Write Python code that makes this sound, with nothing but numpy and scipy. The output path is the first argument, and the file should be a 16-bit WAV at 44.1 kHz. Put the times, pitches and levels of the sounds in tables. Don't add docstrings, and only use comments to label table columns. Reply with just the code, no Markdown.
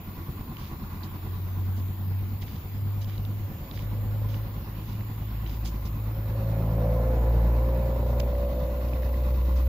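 import sys
import numpy as np
from scipy import signal
from scipy.fft import rfft, irfft
from scipy.io import wavfile
from scipy.ndimage import uniform_filter1d

SR = 44100
rng = np.random.default_rng(int(sys.argv[2]) if len(sys.argv) > 2 else 0)


def materialize(psi):
    bounded = np.clip(np.atleast_2d(psi).T, -1, 1)
    quanta = np.round(bounded * 32767).astype(np.int16)
    wavfile.write(sys.argv[1], SR, quanta)


def elevation(decibels):
    levels = np.asarray(decibels, float)
    return 10 ** (levels / 20)


N = 426888
T = np.arange(N) / SR
HZ = np.fft.rfftfreq(N, 1 / SR)

# freq_hz, likeness_share
PORT_LIKENESS = [(60, 0.98), (130, 0.98), (290, 0.96), (640, 0.74), (1410, 0.3), (3100, 0.01), (6820, 0.01),
                 (15000, 0.01)]
# time_s, level_db
RASP_LEVEL = [(0, -85), (2, -79), (3, -59), (3.6, -55), (4.1, -49.5), (4.5, -54), (5, -65), (5.9, -57),
              (6.6, -35.5), (6.9, -32), (7.8, -34.5), (8.1, -34.5), (8.7, -37), (9.1, -39.5), (9.68, -45.5)]


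def evened(x):
    return x / np.sqrt(np.mean(x ** 2) + 1e-20)


def read(points, hz):
    f, value = np.transpose(points)
    return np.interp(np.log(hz + 1), np.log(f + 1), value)


def curve(rows):
    s, *columns = np.transpose(rows)
    return np.array([np.interp(T, s, c) for c in columns])


def soft_step(at_s, width_s):
    return 0.5 + 0.5 * np.tanh((T - at_s) / width_s)


def swelling(rows):
    edge = 3.76
    return sum(elevation(db) * np.exp(-abs((T - s) / half_s) ** edge) for s, half_s, db in rows)


def drift(hz):
    knots = rng.standard_normal(2000)
    return evened(uniform_filter1d(np.interp(T * hz, np.arange(2000), knots), 400))


def band(x, hz, width_hz):
    b, a = signal.iirpeak(min(hz, SR * 0.45), hz / width_hz, SR)
    return signal.lfilter(b, a, signal.lfilter(b, a, x))


def coloured(x, db):
    ramp = x[..., :1] + (x[..., -1:] - x[..., :1]) * T / T[-1]
    return irfft(rfft(x - ramp) * elevation(db), N) + ramp * elevation(db)[..., :1]


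def shifting(x, tails, hz):
    turn = 2 * np.pi * (hz * T + rng.random()) + 0.72 * drift(hz + 0.5)
    shares = np.cos(turn), np.sin(turn)
    return sum(signal.oaconvolve((x * share)[None], tail, axes=1)[:, :N]
               for share, tail in zip(shares, tails))


def ports(x, step_hz=90):
    wander = np.interp(HZ, np.arange(300) * step_hz, rng.standard_normal(300))
    turn = (0.06 + 1.26 * (1 - np.clip(read(PORT_LIKENESS, HZ), 0, 1))) * wander
    room = np.pad(x, (0, 2000), "linear_ramp", end_values=x[0])
    turn = np.interp(np.fft.rfftfreq(len(room), 1 / SR), HZ, turn)
    return irfft(rfft(room) * np.exp(1j * np.array([turn, -turn])), len(room))[:, :N]


def air():
    # freq_hz, density_db
    air_spectrum = [(12, -56), (20, -21), (43, -49), (81, 1), (107, -9), (148, -10), (205, -12), (480, -33),
                    (620, -34.5), (991, -27.5), (1630, -38), (2000, -39), (4790, -44.5), (6310, -48.5),
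                    (7150, -39.5), (7900, -55), (10300, -105), (17400, -120)]
    level_db = -40
    frames, hz = N // 512 + 5, np.fft.rfftfreq(2048, 1 / SR)
    a, b, c, d, patches = rng.standard_normal((frames, 1025, 5)).T
    patches = evened(uniform_filter1d(uniform_filter1d(patches, 20, 0), 8, 1))
    same = np.clip(read(PORT_LIKENESS, hz), 0, 1)[:, None]
    left = a + 1j * b
    right = same * left + np.sqrt(1 - same ** 2) * (c + 1j * d)
    z = np.array([left, right]) * elevation(read(air_spectrum, hz)[:, None] + 1.9 * patches)
    return elevation(level_db) * evened(signal.istft(z, nperseg=2048, noverlap=1536)[1][:, :N])


def idle_thumps(cycles):
    # freq_hz, level_db, t60_s
    thump_modes = [(46.1, 0.5, 0.17), (95.6, 1, 0.16), (138.2, 2, 0.11), (199.1, 0, 0.1), (325, -20, 0.062),
                   (768, -12.5, 0.055)]
    shell_hz, shell_late_s = 300, 0.014
    chance = rng.standard_normal((100, 2 + len(thump_modes)))
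    since = [np.maximum(T[:8000] - shell_late_s * (hz > shell_hz), 0) for hz, db, t60 in thump_modes]
    thumps = np.zeros(N + 8000)
    for at, (late, force, *turn) in zip(np.flatnonzero(np.diff(np.floor(cycles))), chance):
        at = max(at + int(late * 0.0015 * SR), 0)
        rings = 0
        for (hz, db, t60_s), t, p in zip(thump_modes, since, turn):
            rise = (1 - np.exp(-t / 0.003)) ** 2
            rings = rings + elevation(db - 60 * t / t60_s) * np.sin(2 * np.pi * hz * t + 0.22 * p) * rise
        thumps[at:at + 8000] += elevation(0.9 * force) * rings
    return elevation(-40.5) * evened(thumps[:N])


def idle_puffs(cycles):
    gas = np.exp(-(cycles % 1) / 0.9) * rng.standard_normal(N)
    return elevation(-49.5) * evened(band(gas, 140, 300))


def idle_clatter(cycles):
    # start_cycles, level_db, decay_cycles
    knocks = [(0.02, 1.5, 0.13), (0.162, 2.5, 0.18), (0.42, 1, 0.062), (.77, 3.5, 0.27), (0.902, -4, 0.08)]
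    # freq_hz,
    # width_hz, level_db
    casing = [(307.4, 100, 6), (324.4, 9.7, 0.5), (860, 240, 1.5), (1010, 186, 6.5), (1102, 28, -0.5),
              (1354, 190, -3.5)]
    # freq_hz, width_hz, level_db
    head = [(1955, 530, 6), (2600, 500, 3.5), (3920, 2130, 5), (5250, 1500, -6)]
    # time_s, nearness_db
    walk = [(0, -1), (1, 2), (2, -6), (3.2, -8.5), (4.2, -3), (5.5, -2.5), (7.5, -2), (9.68, 1)]
    gate = 0.29 + sum(elevation(db) * np.exp(-((cycles - at) % 1) / fall) for at, db, fall in knocks)
    near_db = curve(walk)[0]
    out = np.zeros(N)
    for modes, start_db, turn_db_per_s in ((casing, -50.5, 0.2948), (head, -65, 0.5453)):
        rattle = gate * elevation(0.9 * drift(40)) * rng.standard_normal(N)
        rung = sum(elevation(db) * evened(band(rattle, hz, width_hz)) for hz, width_hz, db in modes)
        out += elevation(near_db + start_db + turn_db_per_s * T) * evened(rung)
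    return out


def idler():
    # time_s, delay_ms
    idle_delay = [(0, 83), (2.3, 86), (3.5, 99), (4, 93), (5, 92), (6, 97), (6.5, 106), (7.5, 106),
                  (8.5, 91), (9.68, 97)]
    firings_per_s = 9.37
    cycles = (T - curve(idle_delay)[0] / 1000 + 0.0135) * firings_per_s
    return idle_thumps(cycles) + idle_puffs(cycles) + idle_clatter(cycles)


def katydids():
    # strokes_per_s, left_db, right_db
    insects = [(230.4, -57, -56), (233, -55, -60), (232, -59, -61), (229.3, -59, -60), (233.8, -60, -61)]
    # freq_hz, level_db
    wing = [(8000, -28.5), (9000, -23.5), (10000, -21.5), (11200, -18.5), (12300, -10.5), (13200, -4.5),
            (14200, -0.5), (15500, -6.5)]
    fall = np.exp(-T[:300] / 0.0023)
    out = np.zeros((2, N))
    for rate_hz, *side_db in insects:
        strokes = np.cumsum(rate_hz * (1 + 0.002 * drift(3.4) + 0.002 * drift(150))) / SR
        scrape = rng.standard_normal((2, 2, 300)) * fall
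        beat = np.diff(np.floor(strokes), prepend=0)
        tone = shifting(beat, scrape, 0.1695)
        hiss = signal.oaconvolve(beat, fall)[:N] * rng.standard_normal((2, N))
        level_db = np.array(side_db)[:, None] + 0.92 * drift(1.43)
        out += elevation(level_db) * (1.81 * evened(tone) + 0.8 * evened(hiss))
    return coloured(out, read(wing, HZ) - 80 * (HZ < 7700) + 10.85)


def exhaust_drone(turns, speed_hz):
    # time_s, level_db
    firing_tone = [(0, -59), (1.2, -45), (1.65, -43), (2.7, -67), (3.2, -39), (3.55, -63), (3.8, -37.5),
                   (4.75, -39.5), (5.05, -45), (5.4, -32), (5.7, -31.5), (6.25, -36), (6.8, -26.5),
                   (7.45, -20.5), (7.9, -26.5), (8.25, -25), (8.68, -29), (9.68, -21)]
    # middle_s, half_length_s, level_db
    swells_2 = [(0.1, 0.21, -41), (0.6, .08, -46), (1.05, 0.21, -37), (1.35, 0.11, -32.5),
                (1.7, 0.23, -27.5), (2.15, .17, -28), (2.4, 0.11, -36), (2.92, 0.24, -29),
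                (3.36, 0.19, -31.5), (4.15, 0.38, -28.5), (5.1, 0.43, -34.5), (5.7, 0.22, -40.5),
                (6.15, 0.28, -31), (6.68, .33, -27.5), (7.35, 0.36, -31), (8.0, 0.32, -34),
                (8.8, 0.33, -42.5), (9.3, 0.14, -40)]
    # middle_s, half_length_s, level_db
    swells_3 = [(4.8, 0.071, -45), (6.75, 0.3, -35), (7.42, 0.09, -36.5), (7.8, 0.14, -44),
                (8.55, 0.11, -49), (9.5, 0.16, -47)]
    lead_far_ms, lead_near_ms = 0.47, -0.03
    lead_ms = lead_far_ms + (lead_near_ms - lead_far_ms) * soft_step(4.8, 0.6)
    heard = turns + np.array([[0.5], [-0.5]]) * speed_hz * lead_ms / 1000
    orders = elevation(curve(firing_tone)[0]), swelling(swells_2), swelling(swells_3)
    return sum(np.sqrt(2) * size * np.sin(2 * np.pi * k * heard + 1.35 * k)
               for k, size in enumerate(orders, 1))


def exhaust_rasp(turns):
    # freq_hz, width_hz, level_db
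    pipe = [(226, 79, -7.5), (362, 380, -8), (516.3, 53, -0.5), (582.4, 72, -6), (712, 430, -10.5),
            (1002, 190, -13)]
    late_beats = 0.047 * (1 - np.exp(-((T - 7.1) / 0.9) ** 4))
    which = (np.floor(turns / 2) + np.floor((turns + 1 - late_beats) / 2)).astype(int)
    force = elevation(5.0 * (which % 2) + 0.8 * rng.standard_normal(700)[which])
    puffs = (0.5 + np.exp(-(turns % 1) / 1.1)) * rng.standard_normal(N)
    drive = evened(np.diff(which, prepend=0) * force) + 0.68 * evened(puffs)
    echoes = (rng.random((2, 1, 4000)) < 0.02) * rng.standard_normal((2, 1, 4000))
    walls = echoes * elevation(-60 * T[:4000] / 0.25)
    drive = drive + 0.75 * evened(shifting(drive, walls, 0.6)[0])
    rasp = sum((-1) ** k * elevation(db) * evened(band(drive, hz, width_hz))
               for k, (hz, width_hz, db) in enumerate(pipe))
    lift_db = -0.5 + 7 * soft_step(8.2, 0.34)
    rasp += (elevation(lift_db) - 1) * band(rasp, 565, 90)
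    coming = 1 - soft_step(6.52, 0.15)
    rasp += (elevation(8) - 1) * coming * band(rasp, 559, 56)
    return ports(elevation(curve(RASP_LEVEL)[0]) * evened(rasp))


def passer():
    # time_s, rate_hz
    firing_rate = [(0, 45.8), (0.75, 44.3), (1.2, 45.99), (1.6, 47.0), (2.0, 47.7), (2.4, 49.0),
                   (3.6, 51.4), (4.4, 52.99), (4.9, 53.47), (6.1, 53.5), (6.6, 55.1), (6.9, 56.2),
                   (7.05, 57.5), (7.27, 58.3), (7.42, 57.0), (7.7, 58.8), (8.8, 60.6), (9.68, 62.9)]
    speed_hz = curve(firing_rate)[0] * (1 + 0.003446 * drift(25))
    turns = np.cumsum(speed_hz) / SR
    return exhaust_drone(turns, speed_hz) + exhaust_rasp(turns)


def tyres():
    # freq_hz, density_db
    roar_colour = [(200, 8.5), (400, -6.5), (750, 3), (1100, -7), (1600, -7), (2300, -19.5), (3500, -42),
                   (6000, -35.5)]
    rasp_db = curve(RASP_LEVEL)[0]
    thin_db = 9 * np.maximum(T - 7.65, 0)
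    roar_db = -43 + 0.61 * (rasp_db - rasp_db.max()) - thin_db
    roar = coloured(rng.standard_normal(N), read(roar_colour, HZ) - 60 * (HZ < 150))
    return ports(elevation(roar_db + 0.68 * drift(18)) * evened(roar))


def scuffs():
    # start_s, length_s, level_db, centre_hz
    drags = [(0.58, 0.13, -57, 3020), (1.033, 0.026, -53.5, 4500), (1.761, 0.044, -58.5, 5000),
             (2.413, 0.029, -51, 3400), (2.461, 0.15, -59, 3240), (3.009, 0.031, -51, 4030),
             (3.071, 0.099, -58, 2430), (3.732, 0.12, -56, 3450), (4.282, 0.12, -57.5, 3340),
             (4.873, 0.1, -58.5, 2970), (5.466, 0.11, -56, 3000), (5.646, 0.05, -45.5, 5300),
             (5.849, 0.033, -50.5, 4530), (8.064, 0.089, -61, 6030), (8.88, 0.017, -55, 3970),
             (9.557, 0.061, -55.5, 4600)]
    out = np.zeros(N)
    for s, length_s, db, hz in drags:
        shape = np.clip((T - s) / 0.0065, 0, 1) * np.exp(-np.clip((T - s) / length_s, 0, 9) ** 4)
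        near = slice(int(s * SR), int((s + 0.25) * SR))
        grit = rng.standard_normal((3, int(0.25 * SR) + 1))[:, :len(T[near])]
        grains = grit[0] * (0.35 + (grit[1] > 2.4) * elevation(5.0 * abs(grit[2])))
        out[near] += elevation(db) * shape[near] * evened(band(grains, hz, 1.84 * hz))
    return out


def stones():
    # start_s, peak_db, freq_hz
    snaps = [(0.5691, -38, 2930), (2.4266, -43, 1880), (2.4812, -41, 2210), (3.0453, -38, 4200),
             (3.0974, -40.5, 2250), (3.18, -37.5, 4170), (3.251, -39, 3400), (3.7126, -36, 3280),
             (3.7756, -35, 2100), (3.7922, -37, 2610), (4.344, -38, 2320), (4.5106, -56, 1630),
             (5.0092, -44, 1940), (5.464, -36.5, 3200), (5.661, -53, 2650), (8.3523, -44, 2000),
             (9.0324, -38, 1900)]
    # start_s, peak_db, freq_hz
    pebble = [
        (8.1990, -20, 14800),
        (8.2000, -31, 1900),
        (8.2035, -34, 8000),
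        (8.2026, -26, 3700),
    ]
    # start_s, peak_db, freq_hz
    loose = [
        (1.033, -38.5, 4260),
        (8.933, -40, 2600),
        (9.141, -45.5, 1960),
    ]
    out = np.zeros(N)
    for rows, crack_s, width_share in ((snaps, 0.0009, 0.7), (pebble, 0.0006, 0.99), (loose, 0.003, 0.2)):
        for s, db, hz in rows:
            crack = rng.standard_normal(400) * np.exp(-T[:400] / crack_s)
            snap = band(crack, hz, width_share * hz)
            out[int(s * SR):][:400] += elevation(db) * snap / abs(snap).max()
    return out


def gated(x):
    gate_db, shared_hz = -91.3, 7600
    padded = np.pad(x, ((0, 0), (0, 3000)), "reflect")
    hz, t, z = signal.stft(padded, SR, nperseg=2048, noverlap=1024, boundary="even")
    hz = hz[:1024, None]
    power = (abs(z[:, :1024]) ** 2).reshape(2, 256, 4, -1).mean(axis=2).repeat(4, axis=1)
    power = uniform_filter1d(power, size=2, axis=2)
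    power[1] = np.where(hz < shared_hz, power[0], power[1])
    z[:, :1024] *= (power > elevation(2 * gate_db)) | (hz < 4000)
    return signal.istft(z, SR, nperseg=2048, noverlap=1024)[1][:, :N]


def scene():
    machine = ports(idler())
    shoes = ports(scuffs() + stones(), step_hz=254.8)
    return machine + shoes + passer() + tyres() + air() + katydids()


def roll_off(x):
    return signal.sosfilt(signal.butter(12, 16640, fs=SR, output="sos"), x)


def record(dry):
    # freq_hz, left_db, right_db
    side_colour = [(200, 0, 0), (400, -.5, .5), (700, -.4, .4), (1300, -2, 2),
                   (2280, 0, 7), (4240, 1, 5), (7625, -2, 0), (7500, -27.5, -24), (7900, -6.5, -32),
                   (9270, -2.5, -14), (9870, 0.5, -1), (11400, -4.5, -22), (12550, -2.5, -13.5),
                   (13600, -2.5, -4.5)]
    edge_hz = 15600
    hz, *side_db = np.transpose(side_colour)
    colour_db = np.array([np.interp(HZ, hz, db) for db in side_db]) - 90 * (HZ > edge_hz)
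    fade = np.minimum((T[-1] - T) / 0.0037, 1)
    mix = gated(coloured(dry, colour_db)) * fade
    return roll_off(mix)


dry = scene()
out = record(dry)
materialize(out)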